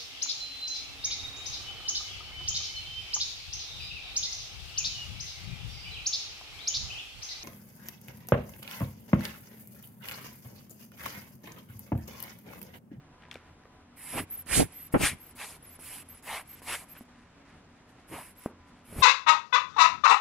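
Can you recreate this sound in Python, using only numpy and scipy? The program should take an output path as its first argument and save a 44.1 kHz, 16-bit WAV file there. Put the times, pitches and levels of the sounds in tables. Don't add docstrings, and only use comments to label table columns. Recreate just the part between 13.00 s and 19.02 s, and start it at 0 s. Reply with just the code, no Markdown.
import sys
import numpy as np
from scipy import signal
from scipy.fft import irfft
from scipy.io import wavfile
from scipy.ndimage import uniform_filter1d

SR = 44100
rng = np.random.default_rng(int(sys.argv[2]) if len(sys.argv) > 2 else 0)


def field_ratio(decibels):
    return 10 ** (np.asarray(decibels, dtype=float) / 20)


def log_audio(samples):
    frames = np.atleast_2d(samples).T
    limited = np.clip(frames, -1, 1)
    pcm = np.round(limited * 32767).astype(np.int16)
    wavfile.write(sys.argv[1], SR, pcm)


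N = 265482

# frequency in Hz, level in dB per Hz.
ROOM_AIR = [(15, -44.5), (25, -7.5), (177, -7.5), (244, -8), (400, -14), (1230, -17), (7820, -35.5),
            (14000, -40)]
# frequency in Hz, likeness from -1 to 1.
ROOM_SAME = [(60, 1), (290, .94), (700, 0.66), (1400, 0.82), (3100, 0.12), (4500, -0.66), (7000, -0.85),
             (15000, -0.48)]
# frequency in Hz, level in dB.
HUMS = [(86.1, -65.5), (156.1, -72), (242.2, -68.5), (279.9, -70.5), (748.3, -78), (1001, -72.5),
        (1303, -95.5)]
# frequency in Hz, share of the phase (0-1),
# level in dB per radian, likeness kept (0-1).
PORTS = [(2510, 0.035, 1.06, 0.96), (3300, 0.027, 3, 0.56), (4010, .8, 1, 0.2), (7870, 0.57, 3.5, 0.89),
         (10500, 0.75, 3, 0.38), (12460, 1, 0.5, 0.87)]

# start in seconds, rise in
# seconds, # fall in seconds, level in dB, extra fall above 3 kHz in dB per octave.
STROKES = [(0.201, 0.036, 0.096, -59, 10), (.312, 0.0044, 0.06, -51, 2), (.35, 0.0098, 0.14, -57.5, 7),
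           (3.95, 0.019, 0.023, -51.5, 10.5), (4.04, 0.015, 0.067, -68, -2.5),
           (4.081, 0.11, 0.31, -63, 1.5), (4.45, 0.05, 0.1, -59, 3.5), (4.87, 0.031, 0.067, -65, -3),
           (4.561, 0.2, .25, -67, 0.5), (5.66, 0.032, 0.028, -65, -3), (4.97, 0.028, 0.1, -62.5, 1.5),
           (5.431, 0.015, 0.071, -63.5, -10.5), (5.52, 0.28, 0.12, -64.5, 1.8)]
# frequency in Hz, level in dB per Hz.
SKIN = [(500, -9.5), (1800, -1.5), (3000, -11), (5000, -14.5), (8000, -19), (11000, -19.5), (14000, -26)]
# time in seconds, peak in dB, ring in Hz, left over right in dB.
TICKS = [(0.2228, -46, 2900, 8), (.2345, -41, 1520, 7), (.238, -44, 2580, 5), (0.2525, -37, 1910, 4),
         (0.2855, -34, 884, 2), (.3125, -27.5, 3300, 9), (.3142, -33, 2270, 9), (.3285, -49, 5560, 13),
         (.329, -38, 2720, 8), (.3425, -33, 3500, 3), (.3555, -29, 2370, 7), (.373, -46, 1500, 9),
         (0.6363, -42.5, 1840, -2), (1.4615, -46.5, 6800, -9), (1.4684, -41.5, 1717, -14),
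         (1.917, -50.5, 6800, -1.5), (2.352, -55, 7500, -4), (2.793, -51, 6000, -1),
         (3.2256, -48, 7100, -12), (3.619, -54, 7100, 0)]
# time in seconds, peak in dB, 60 dB decay in seconds,
# lowest frequency in Hz, highest frequency in Hz.
SNAPS = [
    (0.223, -58, 0.0034, 2000, 6000),
    (.2855, -52, .005, 1200, 5000),
    (0.3134, -37.5, 0.0051, 1400, 6950),
    (.329, -53, 0.0067, 4500, 11000),
    (.3415, -46, 0.0087, 4000, 12000),
    (0.3545, -52, 0.006, 2000, 8000),
    (.6363, -55, 0.0046, 1200, 5000),
    (5.4585, -48, .012, 6000, 12000),
]
# time in seconds, peak in dB, ring in Hz, 60 dB decay in seconds,
# sharpness in dB.
KNOCKS = [
    (0.357, -31, 525, 0.01, -10),
    (.655, -47.5, 415, 0.017, 2),
    (1.464, -42, 250, .02, -5.5),
    (2.352, -44, 260, 0.014, -8),
    (2.791, -41.5, 316, 0.011, -1.5),
    (3.619, -39.5, 343, 0.0076, -3),
    (4.009, -37.5, 232, 0.058, -2.5),
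    (5.4602, -23, 231, 0.026, -1.5),
]

# start in seconds, rise in seconds, fall in seconds, thud level in dB,
# flutter brightness in dB.
GUSTS = [(1.125, 0.06, 0.037, -43.5, 7), (1.185, 0.028, 0.048, -39.5, -7), (1.488, 0.064, 0.035, -40.5, -3),
         (1.561, 0.022, 0.024, -27.5, -10), (1.58, 0.022, 0.075, -29, -13),
         (1.94, 0.00593, 0.022, -34.5, 13.5), (1.951, 0.01, 0.032, -30.5, 5),
         (1.993, 0.02, 0.021, -32, -0.5), (2.023, 0.014, 0.037, -30.5, -12.5),
         (2.093, 0.035, 0.053, -43.5, -12.5), (5.095, 0.036, .11, -49, -3), (5.88, 0.069, 0.029, -50.5, 0),
         (5.947, 0.055, 0.067, -37, -5), (1.594, 0.008, .045, -36.5, 4.5),
         (5.112, 0.011, 0.052, -51.5, 5.5)]
# left-right likeness (0-1), eddy size as a factor (over 1 is
# deeper), lag at the right port in ms.
GUST_CROSSINGS = [(0.89, 1.14, .1), (0.85, 0.99, 0.065), (0.4, 1.8, .6), (.3, 1.01, 1.2), (.6, 0.98, 1.4),
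                  (0.21, 2.8, 0.62), (0.25, 1.15, 0.68), (.4, 1.3, .9), (.4, 0.87, 1.87), (0.44, 1.46, .3),
                  (0.9, 0.7, .05), (0.88, 1.3, 0.04), (0.88, 1.9, .05), (1, 1.6, 1.2), (1, 0.98, 0.095)]
# frequency in Hz, level in dB per Hz.
THUD = [(20, -14.5), (50, -6), (100, -0.5), (170, -1), (300, -5.5), (500, -16), (900, -48.5)]
# frequency in Hz, level in dB per Hz.
FLUTTER = [(50, -54), (200, 1.5), (400, -3), (700, -6.5), (1200, -12), (2200, -21), (3200, -32.5),
           (5000, -67.5)]
# time in seconds, #
# peak in dB, turn rate in Hz, size at the right port as a factor, lag there in ms.
SLAPS = [(1.578, -12, 228, .1, 1), (1.5832, -12, 258, 0.29, 1.4), (1.5965, -9, 300, 1.45, 1.28),
         (1.6015, -13, 605, 1.6, .5), (1.6028, -8.5, 480, 0.55, 1.56), (1.6064, -23, 320, 2.6, 1.6),
         (1.6096, -14, 350, 1.8, 1.2), (1.6164, -25, 352, 0.97, 1.4), (1.6206, -13, 290, 1.1, 1.25),
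         (1.628, -16, 460, 1.7, 0.91), (1.9402, -8, 290, .9, .95), (1.9432, -13, 420, 1.3, -.6),
         (1.946, -16, 600, 1.9, 1.05), (1.9502, -9, 450, .65, .5), (1.954, -15, 350, .5, 1.1),
         (1.9572, -14, 500, 1.9, -1.04), (1.9613, -9.5, 206, 0.72, -0.036), (1.967, -18, 300, 1.4, 1.24),
         (2.0135, -25, 300, 1.1, 0.073), (2.0364, -15, 221, 0.79, 0.79), (5.4607, -24, 406, 1.26, .02)]

# start in seconds, climb in seconds,
# descent in seconds, top pitch in Hz, level in dB.
HIGH_WHISTLES = [
    (1.383, .012, 0.023, 12280, -45),
    (2.636, .006, 0.019, 12100, -55),
    (3.893, 0.043, .003, 12880, -50),
    (3.971, 0.023, 0.0027, 12940, -53),
]
# time in seconds, pitch in Hz, level in dB.
GLIDES = [
    [(1.304, 12300, -61), (1.31, 12341, -42), (1.318, 12600, -43), (1.33, 12960, -43), (1.344, 12401, -43),
     (1.354, 12100, -45), (1.362, 12070, -57.5)],
    [(1.733, 12600, -60), (1.757, 12830, -51), (1.769, 12443, -45.5), (1.795, 12100, -50),
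     (1.835, 12300, -45.5), (1.845, 12200, -55), (1.869, 12400, -48), (1.876, 12403, -60)],
    [(2.196, 12600, -69), (2.21, 12600, -53.5), (2.24, 12262, -55), (2.254, 12152, -66), (2.27, 12200, -51),
     (2.282, 12336, -65), (2.296, 12253, -58), (2.308, 12074, -75)],
    [(2.697, 12203, -63), (2.729, 12292, -53), (2.747, 12132, -57), (2.753, 12168, -67)],
    [(3.09, 12280, -65), (3.098, 12344, -51), (3.11, 12555, -49), (3.13, 12352, -50), (3.134, 12229, -60),
     (3.146, 12035, -58)],
    [(3.484, 12100, -56), (3.49, 12413, -53), (3.518, 12800, -50), (3.526, 12839, -60), (3.532, 12867, -52),
     (3.546, 12572, -49), (3.556, 12310, -59)],
]
# start in seconds, length in seconds, first pitch in Hz, last pitch in Hz, level in
# dB.
VALVE_CHIRPS = [(1.299, 0.0093, 10700, 11100, -49), (1.371, 0.017, 10900, 11100, -46.5),
                (1.417, 0.01, 11100, 10300, -52), (1.29, .016, 11080, 13900, -74),
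                (1.72, 0.0084, 10700, 11100, -52), (1.723, 0.0078, 11000, 12430, -66),
                (2.182, 0.013, 10500, 10800, -65.5), (1.87, .008, 12400, 10600, -60),
                (2.304, 0.013, 10900, 10300, -56.5), (2.624, 0.013, 10700, 11000, -53.5),
                (2.662, 0.04, 10950, 11130, -55), (2.749, 0.012, 11250, 11100, -54.5),
                (2.757, 0.011, 10700, 10500, -53), (3.084, 0.0095, 10900, 10900, -47.5),
                (3.144, 0.023, 11000, 10700, -55), (3.17, 0.013, 10500, 10250, -52.5),
                (3.471, 0.013, 10600, 11100, -56), (3.583, 0.0057, 11100, 10700, -72),
                (3.583, 0.0041, 10700, 10500, -61), (5.454, .012, 10760, 10700, -56.5),
                (5.38, .085, 14650, 14700, -71), (1.352, 0.02, 12000, 12300, -56),
                (3.883, 0.012, 10700, 11000, -60), (5.369, 0.013, 10800, 12340, -61),
                (5.379, 0.019, 12400, 12900, -55.5), (5.392, 0.01, 12900, 13700, -60.5)]
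# time in seconds, lead of the left port in radians.
WHISTLE_LEAD = [(1.3, -2.1), (1.8, -1), (2.25, 2), (2.7, 1.34), (3.1, 0.7), (3.5, 1.5), (3.9, 0.9),
                (5.4, 1.2)]

# start in seconds, length in seconds, intake hiss in dB,
# lower valve mode at first in Hz, and at last in Hz.
RELEASES = [
    (1.269, 0.17, -64.5, 10700, 11200),
    (1.676, .22, -64, 10650, 10750),
    (2.149, 0.19, -68, 11100, 10700),
    (2.593, .19, -66, 11000, 11200),
    (3.043, 0.17, -65, 11200, 10330),
    (3.448, .165, -61.5, 11000, 10700),
    (3.852, 0.19, -65, 11100, 10400),
    (5.351, 0.13, -63, 10800, 10630),
]
SONG_DB = [20, 20.5, 19, 12, 9, 6.8, 15, 20]
# frequency in Hz, level in dB per Hz.
INTAKE = [(800, -18), (2100, 5.5), (3600, -4.5), (6500, -7.5), (9300, -6), (11500, -0.5), (12900, -11.5),
          (15500, -27)]
# frequency in Hz, width in Hz, level in dB.
TUBE = [(5180, 780, -5), (7750, 540, -1), (10700, 820, -9)]
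# frequency in Hz, width in Hz, level in dB.
UPPER_MODE = (12350, 500, -4)

# start in seconds, build-up in seconds, let-down in seconds, peak hiss in dB,
# hiss as the nozzle opens and shuts in dB.
SQUEEZES = [
    (0.962, 0.22, 0.062, -40.5, -55.5),
    (1.458, 0.12, 0.082, -29.5, -55.5),
    (1.966, .09, 0.085, -35.5, -59.5),
    (2.35, 0.096, 0.12, -48.5, -58),
    (2.787, 0.16, 0.082, -44, -55),
    (3.222, .12, 0.074, -47.5, -56.5),
    (3.616, .125, .1, -46, -55),
    (5.075, 0.08, 0.16, -50, -59),
    (5.844, 0.2, 0.049, -46.5, -62.5),
    (1.912, 0.016, 0.081, -48.5, -68),
]
# bearing in radians the left leads, left-right likeness (0-1),
# rush trim in dB, edge spray in dB.
AIM = [(-1.6, 0.5, -4, -12), (-3, 0.83, -6.5, 1.5), (1.14, 0.9, -7.5, 4.5), (0, 0.03, 6, -1),
       (-1, 0.3, -4, -9.5), (-0.5, 0.6, 4.5, -5.5), (-0.4, 0.58, 7, -2), (-0.7, 0.3, -0.5, -8.5),
       (-0.5, 1, -5.5, -6.5), (-0.5, 0.97, -7.5, -30.5)]
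# delay after the start in seconds, half width in
# seconds, hiss gain in dB, roar gain in dB, rush gain in dB.
STRIKES = [(0.2243, 0.023, 1.5, 9.5, 24), (0.052, 0.056, 0, 7, 11.5), (0.051, 0.17, 2.5, 9, -0.5),
           (0.068, 0.038, 0.5, 12, 9), (0.143, 0.046, -.6, -2.5, -1), (0.12, 0.085, 4, 9.5, 11.5),
           (0.1, 0.048, 5, 11.5, 5.5), (0.098, 0.057, 0.7, 5, 17.5), (0.24, 0.096, 6.5, 0, 21),
           (.01, .02, 4.5, -5.5, 9.5)]
# roar pitch as a factor, pinch-off in seconds.
NOZZLE = [(1.01, 0.013), (0.98, .04), (1.05, .035), (1.05, .035), (1.07, 0.014), (0.99, .035), (1.014, .02),
          (1.01, .03), (1.09, .035), (0.98, 0.084)]
# frequency in Hz, level in dB per Hz.
HISS = [(2500, -32), (3800, -20), (5800, -26), (7800, -11.5), (9300, -1.5), (10600, 5), (11800, -2.5),
        (13000, -1), (15500, -5)]
# frequency in Hz, level in dB per Hz.
SPRAY = [(2500, -10), (4000, -2), (5500, -5.5), (7500, -2), (9200, 1.5), (11000, -8), (14000, -34)]
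# frequency in Hz, level in dB per Hz.
ROAR = [(700, -16), (1450, -6), (2150, -0.5), (2700, -4.5), (3600, -15.5), (5000, -17), (8000, -38)]
# frequency in Hz, level in dB per Hz.
RUSH = [(200, -37), (420, -6.5), (600, -2.5), (850, 2), (1200, -3), (1800, -17.5), (3000, -51)]

# frequency in Hz, level in dB.
QUIET = [(7900, -135), (8500, -104), (11000, -103), (12600, -101), (13200, -100.5)]
# time in seconds, allowance in dB.
ALLOWANCE = [(0, 8.5), (.9, 10), (1.3, -1), (4.1, 3.5)]
# start in seconds, end in seconds.
TOP_OPEN = [(.3, .31), (.33, .34), (.95, 1.0), (1.205, 1.245), (1.462, 1.49), (1.62, 1.655), (1.735, 1.745),
            (1.91, 1.93), (2.0, 2.03), (2.35, 2.39), (2.795, 2.81), (2.83, 2.865), (3.225, 3.26),
            (3.62, 3.65), (3.99, 4.06), (5.385, 5.485)]


def read(points, hz):
    f, *columns = np.transpose(points)
    return [np.interp(np.log(hz + 1), np.log(f), c) for c in columns]


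def add(mix, s, sound):
    part = mix[:, round(s * SR):][:, :sound.shape[1]]
    part += sound[:, :part.shape[1]]


def follow(rows):
    s, *columns = np.transpose(rows)
    t = np.arange(s[0], s[-1], 1 / SR)
    ends = np.minimum(np.minimum(t - s[0], s[-1] - t) / 0.002, 1)
    return s[0], ends, [np.interp(t, s, c) for c in columns]


def ridge(s, rise, fall, bend):
    u = np.linspace(0, 1, num=12)
    rise, fall = max(rise, 0.002), max(fall, 0.002)
    times = np.r_[s + rise * (u - 1e-3), s + rise + fall * u]
    return times, np.r_[(1 - u) ** bend, 0 * u], np.r_[0 * u, u ** bend]


def lumps(size, hz, db):
    x = signal.lfilter(*signal.butter(2, hz, fs=SR), rng.standard_normal(size + 2000))[2000:]
    g = field_ratio(db * np.clip(x / x.std(), -2, 1.5))
    return g / np.sqrt(np.mean(g ** 2))


def patchy(x, db):
    z = signal.stft(x, nperseg=256)[2]
    field = uniform_filter1d(rng.standard_normal(z.shape[1:]), size=4, axis=0)
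    field = uniform_filter1d(field, size=10, axis=1)
    return signal.istft(z * field_ratio(db * field / field.std()), nperseg=256)[1][:, :x.shape[1]]


def air(size, spectrum, same, lead=0., modes=()):
    hz = np.fft.rfftfreq(size, 1 / SR)
    a, b, c, d = rng.standard_normal((len(hz), 4)).T
    phase, db_per_rad, _ = read(PORTS, hz)
    same = np.clip(same(hz) if callable(same) else same, -1, 1)
    left = a + 1j * b
    right = same * left + np.sqrt(1 - same ** 2) * (c + 1j * d)
    right = right * np.exp(-1j * lead * phase)
    colour = field_ratio(read(spectrum, hz)[0])
    for mode_hz, width, db in modes:
        colour = np.hypot(colour, field_ratio(db) / (1 + (2 * (hz - mode_hz) / width) ** 2))
    tilt = field_ratio(lead * db_per_rad / 2)
    pair = irfft(np.array([left * tilt, right / tilt]) * colour, size)
    return pair / pair.mean(0).std()


def near(same):
    def likeness(hz):
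        phase, _, kept = read(PORTS, hz)
        return 1 - phase.clip(0, 1) * (1 - same * kept)
    return likeness


def room():
    t = np.arange(N) / SR
    bed = field_ratio(-58.5) * air(N, ROOM_AIR, lambda hz: read(ROOM_SAME, hz)[0]) * lumps(N, hz=8.8, db=-1.0)
    for hz, db in HUMS:
        hum = np.sqrt(2) * np.sin(2 * np.pi * (hz * t + rng.random()))
        bed += field_ratio(db) * lumps(N, hz=4.1, db=6.0) * hum
    return bed


def rustle(s, rise, fall, db, dull_db):
    t, before, after = ridge(s, rise, fall, 0.67)
    s, ends, (level_db,) = follow(np.transpose([t, db - 6.5 * before - 9 * after]))
    colour = [(hz, level - dull_db * max(np.log2(hz / 3000), 0)) for hz, level in SKIN]
    hiss = air(len(ends), colour, near(0.2), -0.68)
    return s, field_ratio(level_db) * ends * hiss * lumps(len(ends), hz=250, db=2.5)


def tick(s, db, hz, pan_db):
    t = np.arange(900) / SR
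    crack = 0.094 * rng.standard_normal((2, 900)) + 0.17 * rng.standard_normal(900)
    band = signal.butter(2, [0.6 * hz, 1.6 * hz], "bandpass", fs=SR)
    crack = signal.lfilter(*band, crack * field_ratio(-60 * t / 0.014))
    ring = np.sin(2 * np.pi * hz * t) * field_ratio(-60 * t / 0.008)
    sound = (0.63 * ring + 2.2 * crack) * np.minimum(t / 0.0004, 1)
    return s, field_ratio(db) * sound * field_ratio([[pan_db / 2], [-pan_db / 2]])


def snap(s, db, t60, low_hz, high_hz):
    t = np.arange(600) / SR
    crack = 0.5 * rng.standard_normal((2, 600)) + rng.standard_normal(600)
    band = signal.butter(2, [low_hz, high_hz], "bandpass", fs=SR)
    crack = signal.lfilter(*band, crack * field_ratio(-60 * t / max(t60, 0.002)))
    return s, field_ratio(db) * crack * field_ratio([[2.5], [-2.5]])


def knock(s, db, hz, t60, sharp_db):
    t, sharp = np.arange(5000) / SR, field_ratio(sharp_db)
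    bent_t = t + 0.00088 * sharp * (1 - np.exp(-t / 0.001))
    push = np.sin(2 * np.pi * hz * bent_t) * field_ratio(-60 * t / t60)
    push += 0.82 * sharp * np.sin(2 * np.pi * 2.8 * hz * t) * field_ratio(-60 * t / 0.0097)
    push += 0.48 * sharp * np.sin(2 * np.pi * 4.46 * hz * t) * field_ratio(-60 * t / 0.011)
    flesh = signal.butter(4, 10.4 * hz * min(sharp, 1.5), fs=SR, output="sos")
    push = signal.sosfilt(flesh, push)
    tail = air(len(t), FLUTTER, 0.99) * field_ratio(-22.5 - 60 * t / 0.36) * sharp
    return s, field_ratio(db) * (1.04 * push + tail * np.minimum(t / 0.0037, 1))


def eddy(s, rise, fall, db, bright_db):
    t, before, after = ridge(s, rise, fall, 2.1)
    return np.transpose([t, db - 12 * before - 24 * after, bright_db - 14.5 * after])


def gust(rows, same, girth, lag_ms):
    s, ends, (thud_db, bright_db) = follow(rows)
    n = len(ends)
    crests = lumps(n, hz=70, db=1.5)
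    body = [(hz / girth, db) for hz, db in THUD]
    thuds = air(n, body, lambda hz: same + (1 - same) / (1 + (hz / 170) ** 4))
    left, right = thuds + field_ratio(bright_db) * crests * air(n, FLUTTER, same)
    at = np.arange(n)
    wind = np.array([left, np.interp(at - lag_ms * SR / 1000, at, right, period=n)])
    return s, field_ratio(thud_db) * ends * wind * lumps(n, hz=44, db=0.8)


def slap(s, db, hz, right, lag_ms):
    u = np.arange(-2, 3, hz / SR) - np.array([[0], [lag_ms * hz / 1000]])
    bump = np.cos(2 * np.pi * u) * np.exp(-(u - 0.18) ** 2 / 0.17)
    return s - 2 / hz, field_ratio(db) * 0.91 * bump * np.array([[1], [right]])


def arch(s, climb, descent, top_hz, db):
    rest_hz = 12220
    t, before, after = ridge(s, climb, descent, 1.2)
    back = min(descent / 0.02, 1)
    hz = top_hz + (rest_hz - top_hz) * (before + back * after)
    return np.transpose([t, hz, db - 3 * before - 6 * after ** 2])


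def whistle(rows):
    s, ends, (hz, db) = follow(rows)
    n = len(hz)
    turn = 2 * np.pi * np.cumsum(hz + 60 * np.log(lumps(n, hz=90, db=3.5))) / SR
    at = np.arange(n)
    ends = ends * np.minimum(np.minimum(at, at[::-1]) / (0.004 * SR), 1) ** 0.7
    lead = np.interp(s, *np.transpose(WHISTLE_LEAD))
    pair = np.cos(turn + np.array([[lead], [0]])) / np.cos(lead / 2)
    return s, np.sqrt(2) * field_ratio(db) * ends * pair * lumps(n, hz=70, db=1.8)


def flow_in(s, length, db, first_hz, last_hz):
    build_s, full_s = 0.058, 0.015
    t = s + np.array([0, build_s, length - full_s, length])
    level_db = db + np.array([-9.5, 0, 0, -12.5])
    return np.transpose([t, level_db, first_hz + (last_hz - first_hz) * (t - s) / length])


def release(rows, song_db, lead, same, *_):
    s, ends, (hiss_db, mode_hz) = follow(rows)
    n = len(ends)
    hiss = air(n, INTAKE, near(same), lead, list(TUBE) + [UPPER_MODE])
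    wandering_hz = mode_hz + 280 * np.log(lumps(n, hz=25, db=3.5))
    turn = np.exp(2j * np.pi * np.cumsum(wandering_hz) / SR)
    r = np.exp(-np.pi * 260 / SR)
    song = (turn * signal.lfilter([1 - r], [1, -r], hiss / turn)).real
    song_gain = field_ratio(song_db + 1.5 * (hiss_db - hiss_db.max()))
    sound = hiss + song_gain * song * lumps(n, hz=120.7, db=2.5)
    return s, field_ratio(hiss_db + 2.5) * ends * sound * lumps(n, hz=24.9, db=1.0)


def flow_out(row, strike, shut_s):
    s, rise, fall, peak_db, edge_db = row
    delay, width, lift_db, roar_db, rush_db = strike
    open_s, shut_db = 0.009, -22
    t, before, after = ridge(s + open_s, rise - open_s, fall, 1.8)
    t = np.r_[s - open_s / 2, t, t[-1] + max(shut_s, 0.004)]
    swell_db = peak_db + (edge_db - peak_db) * (before + after)
    hiss_db = np.r_[edge_db + shut_db, swell_db, edge_db + shut_db]
    on_lens = np.exp(-abs((t - s - delay) / width) ** 5.8)
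    return np.transpose([t, hiss_db + lift_db * on_lens, -6.5 + roar_db * on_lens, -14 + rush_db * on_lens])


def squeeze(rows, pitch, lead, same, trim_db, spray_db):
    s, ends, (hiss_db, roar_db, rush_db) = follow(rows)
    n = len(ends)
    below_db = hiss_db - hiss_db.max()
    roar = [(hz * pitch, db) for hz, db in ROAR]
    fast_roar = [(hz * pitch * 1.3, db) for hz, db in ROAR]
    jet = air(n, HISS, near(same), lead, [(hz, width, db - 5) for hz, width, db in TUBE])
    jet += field_ratio(roar_db) * air(n, roar, near(same), lead)
    jet += field_ratio(roar_db - 8.5 + 0.6 * below_db) * air(n, fast_roar, near(same), lead)
    jet += field_ratio(spray_db + 0.38 * below_db) * air(n, SPRAY, near(same), lead)
    jet += field_ratio(rush_db + trim_db) * air(n, RUSH, 0.98) * lumps(n, hz=90, db=2.0)
    at = np.arange(n)
    lag = SR * (0.000488 + 0.00058 * np.sin(at / SR * 9 + 2 * np.pi * rng.random()))
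    jet += 0.19 * np.array([np.interp(at - lag, at, port) for port in jet])
    return s, patchy(jet, db=1.57) * field_ratio(hiss_db) * ends * lumps(n, hz=160, db=0.5)


def echo_of(blower):
    t = np.arange(9000) / SR
    walls = rng.standard_normal((2, len(t))) * field_ratio(-60 * t / 0.39) * (t > 0.003)
    walls /= np.linalg.norm(walls[0])
    echo = signal.fftconvolve(blower.mean(0)[None], walls, axes=1)[:, :N]
    return field_ratio(-20.0) * signal.lfilter(*signal.butter(1, 5000, fs=SR), echo)


def scene():
    blower, rest = np.zeros((2, N)), room()
    for row in STROKES:
        add(rest, *rustle(*row))
    for row in TICKS:
        add(blower, *tick(*row))
    for row in SNAPS:
        add(blower, *snap(*row))
    for row in KNOCKS:
        add(rest, *knock(*row))
    for row, crossing in zip(GUSTS, GUST_CROSSINGS):
        add(rest, *gust(eddy(*row), *crossing))
    for row in SLAPS:
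        add(rest, *slap(*row))
    for row in HIGH_WHISTLES:
        add(blower, *whistle(arch(*row)))
    for rows in GLIDES:
        add(blower, *whistle(rows))
    for s, length, first_hz, last_hz, db in VALVE_CHIRPS:
        add(blower, *whistle([(s, first_hz, db), (s + length, last_hz, db)]))
    for row, song_db, aim in zip(RELEASES, SONG_DB, AIM):
        add(blower, *release(flow_in(*row), song_db, *aim))
    for row, strike, aim, (pitch, shut_s) in zip(SQUEEZES, STRIKES, AIM, NOZZLE):
        add(blower, *squeeze(flow_out(row, strike, shut_s), pitch, *aim))
    return blower + echo_of(blower) + rest


def top_cut(x):
    return signal.sosfilt(signal.butter(12, 15690, fs=SR, output="sos"), x)


def record(dry):
    lead_in = 440
    pair = np.array([dry[0] + dry[1], dry[0] - dry[1]]) / 2
    pair = np.pad(pair, ((0, 0), (lead_in, 0)))
    shape = dict(fs=SR, window="cosine", nperseg=2048, noverlap=1024)
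    hz, t, z = signal.stft(pair, **shape)
    power = np.add.reduceat(abs(z) ** 2, np.arange(0, len(hz), 20), axis=1) / 20
    mid_db, side_db = 10 * np.log10(power[:, np.arange(len(hz)) // 20] + 1e-20)
    column_hz = hz[:, None]
    spare_db = np.interp(t, *np.transpose(ALLOWANCE))
    quiet_db = read(QUIET, hz)[0][:, None] - spare_db
    keep_mid = (mid_db > quiet_db) & ((mid_db > side_db - 11 - spare_db) | (column_hz < 3500))
    keep_side = (side_db > quiet_db - 9) & (side_db > mid_db - 17)
    keep = np.array([keep_mid, keep_side])
    keep[:, hz < 700] = True
    treble_db = mid_db[(hz > 9000) & (hz < 13000)].mean(0)
    wander = uniform_filter1d(rng.standard_normal(len(t)), size=2)
    keep &= column_hz < 13260 - 14 * (treble_db + 83.0) + 150 * wander
    is_open = np.any([(t > a + 0.015) & (t < b + 0.015) for a, b in TOP_OPEN], axis=0)
    keep |= is_open & (abs(column_hz - 14300) < 1390)
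    mid, side = signal.istft(z * keep, **shape)[1][:, lead_in:lead_in + N]
    return top_cut(np.array([mid + side, mid - side]))


dry = scene()
out = record(dry)
log_audio(out)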